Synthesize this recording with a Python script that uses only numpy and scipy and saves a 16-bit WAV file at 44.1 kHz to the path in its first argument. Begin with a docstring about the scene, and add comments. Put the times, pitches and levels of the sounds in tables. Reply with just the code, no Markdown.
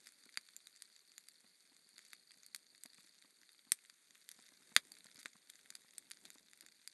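"""A quiet spot beside a dying fire, the microphone close to the embers.
Charcoal cracks as it burns: sharp pops with two loud snaps, over fine ticks that fry as the glow rises.
Moisture spits in one log, pockets of gas catch with soft low puffs, and the glow hisses.
Underneath, air murmurs through the embers; logs and ground throw back a short tail of the crackle."""
import sys
import numpy as np
from scipy import signal
from scipy.fft import rfft, irfft, next_fast_len
from scipy.io import wavfile
from scipy.ndimage import map_coordinates

SR = 44100
rng = np.random.default_rng(int(sys.argv[2]) if len(sys.argv) > 2 else 0)


def master(y):
    """Save y as 16-bit WAV."""
    cut = np.clip(np.atleast_2d(y).T, -1, 1)
    pcm = np.round(cut * 32767)  # scale
    wavfile.write(sys.argv[1], SR, pcm.astype(np.int16))


N = 305613
TOP_HZ = 11850  # the microphone's band limit

# fixed resonant colour shared by every crack and tick: f/Hz, gain/dB
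CRACK_COLOUR = [(60, -40.5), (260, -17.5), (900, -17), (1450, -1), (2050, 4), (2600, -3), (3000, -10.5),
                (3680, 3.5), (4170, -2.5), (4650, 2.5), (5300, -7.5), (6700, -2), (7700, -2.5), (8900, -1),
                (11600, -3.5)]


def amp(db):
    """Decibels to gain."""
    return 10 ** (np.asarray(db) / 20)


def unit(x):
    """Scaled to rms 1."""
    return x / np.sqrt(np.mean(x ** 2) + 1e-20)


def along(points, hz):
    """(Hz, value) points read on a log axis."""
    f, v = np.transpose(points)
    return np.interp(np.log(hz + 1), np.log(f + 1), v)


def curves(rows):
    """One value per sample for each column after the time."""
    times, *columns = np.transpose(rows)
    return [np.interp(np.arange(N) / SR, times, column) for column in columns]


def wobble(rate):
    """A smooth random curve, rate knots a second."""
    return map_coordinates(rng.standard_normal(int(N * rate / SR) + 4), [np.arange(N) * rate / SR])


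def click(colour, size=1024):
    """The sharpest causal pulse whose spectrum is colour(Hz) in dB."""
    cepstrum = irfft(np.log(amp(colour(np.fft.rfftfreq(size, 1 / SR)))))
    cepstrum[1:size // 2] *= 2
    cepstrum[size // 2 + 1:] = 0
    return irfft(np.exp(rfft(cepstrum)))


def placed(pan_db):
    """Left and right gains, pan_db louder on the left."""
    return amp(np.array([pan_db, -pan_db]) / 2)


def stereo(mid, side, side_db):
    """Left and right from a mid-side pair."""
    return np.array([mid + amp(side_db) * side, mid - amp(side_db) * side])


def add(out, s, sound, pan_db):
    """Mix a sound in at time s."""
    start = int(np.clip(round(s * SR), 0, N - 1))
    part = sound[:N - start]
    out[:, start:start + len(part)] += placed(pan_db)[:, None] * part


def sprinkle(grains, spread_db, range_db, pan_db):
    """Grains at random times and places, most small and a few large; rms 1."""
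    count, size = grains.shape
    when, chance, where = rng.random((count, 3)).T
    strength = amp(-spread_db * np.log(chance + (1 - chance) * np.exp(-range_db / spread_db)))
    index = (when * N).astype(int)[:, None] + np.arange(size)
    gains = strength * placed(pan_db * (2 * where - 1))
    channels = [np.bincount(index.ravel(), (grains * g[:, None]).ravel(), N + size)[:N] for g in gains]
    return unit(np.array(channels))


def rush(spectrum, side_db):
    """Nearly central stereo noise shaped by (Hz, dB) points; rms 1."""
    size = next_fast_len(N + SR // 2)
    hz = np.fft.rfftfreq(size, 1 / SR)
    gain = amp(along(spectrum, hz)) * (hz < TOP_HZ)
    mid, side = irfft(rfft(rng.standard_normal((2, N)), size) * gain, size)[:, :N]
    return unit(stereo(mid, side, side_db))


def pops(ring_db=10.0, ring_width_hz=350, thump_db=-55):
    """Charcoal cracks close by and the split piece rings; big dull cracks also push a little air."""
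    # cracks: t/s, relative level/dB, brightness/(dB per octave), ring f/Hz, left over right/dB
    cracks = [(0.071, -26, -3, 5200, 3), (0.3735, -10, -5, 4730, -1.0), (0.5646, -26.5, 4.5, 7100, -3.5),
              (0.6709, -26.5, 1.5, 3900, -1.5), (0.822, -22, 3.0, 4700, 0.5), (1.1805, -23, -0.5, 7000, -1),
              (1.2857, -28.0, 1.5, 4720, -1), (1.981, -28, 0, 4600, 3), (1.9916, -29.5, -4.5, 6900, -1),
              (2.1324, -22, -5.0, 11200, 1), (2.464, -32, 6.5, 4600, -1.5), (2.5476, -15, 0, 4700, 1),
              (2.5615, -24.0, 4, 4900, -2), (2.836, -24, 4, 8200, -2.5), (2.8595, -27.5, -0.5, 4700, -1.0),
              (3.2237, -35.5, -3.5, 4000, -2), (3.7198, 0, 3.0, 9060, 1), (3.8985, -28.5, -2.5, 4700, 1.5),
              (4.2901, -22.0, 3, 3370, -2), (4.3151, -26.0, 3.0, 5660, 1.5), (4.7644, 8, -4.5, 3750, -1.5),
              (4.9191, -27, 4.0, 4550, 0.0), (5.2304, -29.0, 0, 4750, -0.5), (5.2584, -16.0, -8, 8300, 2),
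              (5.4999, -25.5, 3.5, 3250, 1), (5.7042, -21.5, 1.5, 4800, 3), (5.753, -21.5, 1.5, 4900, -3),
              (5.982, -21.5, 5, 8700, 3), (6.1114, -22.0, -1, 2970, 0), (6.1157, -20.5, 1.5, 4750, -3),
              (6.2537, -26.0, -1.5, 4170, 3), (6.3035, -25.5, -0.5, 7200, -1), (6.5337, -30, -3.5, 7050, 4),
              (6.609, -28, 3.0, 4800, 2.5), (6.6639, -30, -2.5, 7100, -3), (6.8756, -20.5, 2.5, 4850, 1)]
    low_hz, pivot_hz, high_hz = 2030, 4420, 9000  # span and pivot of the brightness tilt
    jolts = fractures(len(cracks), t60=0.0062, tear=0.9, sharpness=0.8)
    out = np.zeros((2, N))
    for (s, db, brightness, ring_hz, pan_db), jolt in zip(cracks, jolts):
        tilt = lambda hz: brightness * np.log2(np.clip(hz, low_hz, high_hz) / pivot_hz)
        ring = lambda hz: ring_db / (1 + ((hz - ring_hz) / ring_width_hz) ** 2)
        pulse = click(lambda hz: along(CRACK_COLOUR, hz) + tilt(hz) + ring(hz))
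        add(out, s, amp(db + 1.5) * np.convolve(jolt, pulse), pan_db)
        add(out, s, amp(db + tilt(low_hz) + thump_db) * puff(hz=228, t60=0.042), pan_db=0)
    return out


def fractures(count, t60, tear, sharpness=0, size=300):
    """Each crack is one jolt, then a millisecond or so of tearing, thinner with sharpness; energy 1."""
    t = np.arange(size) / SR
    cracks = signal.lfilter([1, -sharpness], 1, rng.standard_normal((count, size)))
    cracks *= amp(-60 * t / t60) * (1 - np.exp(-t / 0.00055))
    cracks *= tear / np.linalg.norm(cracks, axis=1, keepdims=True)
    cracks[:, 0] = 1  # the jolt
    return cracks / np.linalg.norm(cracks, axis=1, keepdims=True)


def ticks(count, spread_db, range_db, pitch_hz, jolt_share, ring_t60=0.0013, body_db=-3):
    """Tiny flakes split off all over the bed, each with a heavily damped ring set by its size."""
    cracks = fractures(count, t60=0.0057, tear=0.94)
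    size = cracks.shape[1]
    t = np.arange(size) / SR
    flake_hz = np.minimum(pitch_hz * np.exp(0.44 * rng.standard_normal((count, 1))), TOP_HZ)
    modes = np.sin(2 * np.pi * flake_hz * t) * amp(-60 * t / ring_t60)
    rings = signal.fftconvolve(cracks, modes, axes=1)[:, :size]
    grains = jolt_share * cracks + rings / np.linalg.norm(rings, axis=1, keepdims=True)
    crackle = sprinkle(grains, spread_db, range_db, pan_db=2)
    pulse = click(lambda hz: along(CRACK_COLOUR, hz) + along([(2400, body_db), (5000, 0)], hz))
    return unit(signal.fftconvolve(crackle, pulse[None], axes=1)[:, :N])


def frying(flurry_db, glow_db, growth=0.75, edge_s=0.026):
    """The finest ticks swell as the glow rises and flare where a patch of the bed crumbles."""
    # crumbling patches: start t/s, length/s, boost/dB
    patches = [(0.02, 0.077, 14.5), (1.963, 0.22, 11.5), (2.919, 0.18, 10.5), (4.326, .16, 11),
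               (5.112, 0.12, 13.5), (6.22, 0.37, 10), (6.6, 0.42, 7.5)]
    t = np.arange(N) / SR
    crumble_db = sum(db * np.clip(np.minimum(t - s, s + length - t) / edge_s, 0, 1)
                     for s, length, db in patches)
    level_db = flurry_db - 5.5 + growth * (glow_db - glow_db.mean()) + crumble_db
    return amp(level_db) * ticks(count=1700, spread_db=4, range_db=14.5, pitch_hz=7600, jolt_share=0.75)


def sizzle(pore_hz=4520, count=1500, size=400):
    """Steam spits from a pore in one log, in short bursts of nearly one pitch."""
    # moisture boiling out: t/s, relative level/dB
    boiling = [(0, -77), (1.0, -72.5), (1.7, -75.5), (2.1, -71), (3.0, -71), (3.3, -79.5), (3.65, -71),
               (4.0, -85.5), (6.9, -80)]
    t = np.arange(size) / SR
    hz = pore_hz * np.exp(0.025 * rng.standard_normal((count, 1)))
    spits = np.sin(2 * np.pi * hz * t) * amp(-60 * t / 0.0048) * (1 - np.exp(-t / 0.0004))
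    spits = signal.lfilter(*signal.butter(3, [3900, 4850], "band", fs=SR), spits)
    return amp(curves(boiling)[0] - 1.5) * sprinkle(spits, spread_db=4, range_db=16, pan_db=6)


def puff(hz, t60, low_hz=140, size=1200):
    """One soft, damped push of air with a little flutter, too small for deep bass; peak 1."""
    t = np.arange(size) / SR
    band = signal.butter(2, [300, 1800], "band", fs=SR)
    flutter = unit(signal.lfilter(*band, rng.standard_normal(size)))
    envelope = amp(-60 * t / t60) * (1 - np.exp(-t / 0.0026))
    push = (np.sin(2 * np.pi * hz * t) + 0.61 * flutter) * envelope
    push = signal.lfilter(*signal.butter(2, low_hz, "high", fs=SR), push)
    return push / np.abs(push).max()


def gas_puffs(draught_db, count=120):
    """Pockets of gas catch: a few clear thuds and many faint ones that follow the draught."""
    # the clear thuds: t/s, relative level/dB, f/Hz
    pockets = [(0.26, -64.5, 240), (1.442, -68.5, 227), (1.717, -69.5, 283), (2.853, -61.5, 248),
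               (2.983, -67, 187), (3.041, -71, 291), (3.245, -68, 282), (3.668, -68.5, 240),
               (4.388, -64.5, 246), (4.717, -62.5, 218), (5.053, -65.5, 196), (5.18, -64, 261),
               (5.253, -61.5, 267), (5.352, -63, 196), (6.251, -62, 326), (6.355, -63, 277),
               (6.634, -66.5, 284)]
    out = np.zeros((2, N))
    for s, db, hz in pockets:
        add(out, s, amp(db + 8) * puff(hz, t60=0.03), pan_db=0)
    faint = np.array([puff(hz, t60=0.022) for hz in 235 * np.exp(0.22 * rng.standard_normal(count))])
    return out + amp(draught_db - 1.5) * sprinkle(faint, spread_db=7, range_db=15.5, pan_db=-0.5)


def glow_hiss(glow_db):
    """The glowing bed hisses straight ahead of the microphone, flickering slightly."""
    # colour of the hiss: f/Hz, relative level/dB
    spectrum = [(100, -19.5), (400, -5), (900, -11), (1500, -2), (2200, 1), (2950, -8), (3700, 1.5),
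                (4600, -2), (5300, -10.5), (6800, 0), (7700, -6.5), (8800, 4.5), (9900, -5), (11700, -1.5)]
    return amp(glow_db - 0.5 + 0.8 * wobble(25)) * rush(spectrum, side_db=-22)


def draught_murmur(draught_db):
    """Air drawn through the embers makes a low, unsteady murmur."""
    # colour of the moving air: f/Hz, relative level/dB
    spectrum = [(20, -13), (70, -9), (95, -16.5), (180, 0.5), (300, 0.5), (500, -6), (1000, -14),
                (2500, -56.5)]
    return amp(draught_db + 1.2 + 2.3 * wobble(19)) * rush(spectrum, side_db=-29)


def scatter(x):
    """Nearby logs and ground throw back a short diffuse tail."""
    # decay of the surroundings: f/Hz, t60/s
    decay = [(200, 0.096), (2000, 0.066), (10000, 0.066)]
    hz, t, noise = signal.stft(rng.standard_normal((2, SR // 4)), SR, nperseg=128)
    mid, side = signal.istft(noise * amp(-60 * t / along(decay, hz)[:, None]), SR, nperseg=128)[1]
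    tail = stereo(mid, side, side_db=-12)
    tail *= 1 - np.exp(-np.arange(len(mid)) / SR / 0.0029)
    return signal.fftconvolve(x, tail / np.linalg.norm(tail[0]), axes=1)[:, :N]


def scene():
    """The fire from close by: the glow drives hiss and ticks, the draught murmur and faint puffs."""
    # how hard the fire burns: t/s, draught level/dB, glow level/dB
    burn = [(0.0, -84.5, -72.5), (0.35, -90.5, -74), (2.82, -88, -75), (4.3, -92, -73.5),
            (4.48, -83, -73.5), (4.69, -80, -72), (5.17, -83, -72.5), (5.4, -89, -73), (6.25, -80.5, -73.5),
            (6.44, -83, -76.5), (6.9, -89.5, -74)]
    draught_db, glow_db = curves(burn)
    flurry_db = glow_db + 1.5 * wobble(7.9)  # the ticks come in flurries
    flakes = ticks(count=700, spread_db=7, range_db=20.5, pitch_hz=6500, jolt_share=1.0)
    crackle = amp(flurry_db + 2.3) * flakes + frying(flurry_db, glow_db) + pops() + sizzle()
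    bed = glow_hiss(glow_db) + draught_murmur(draught_db)
    return crackle + amp(-16.5) * scatter(crackle) + bed + gas_puffs(draught_db)


def record(dry):
    """The microphone thins the deep bass and keeps nothing above its band limit."""
    thinned = signal.lfilter(*signal.butter(1, 60, "high", fs=SR), dry)
    return signal.sosfilt(signal.ellip(10, 0.1, 70, TOP_HZ, fs=SR, output="sos"), thinned)


dry = scene()
out = record(dry)
master(out)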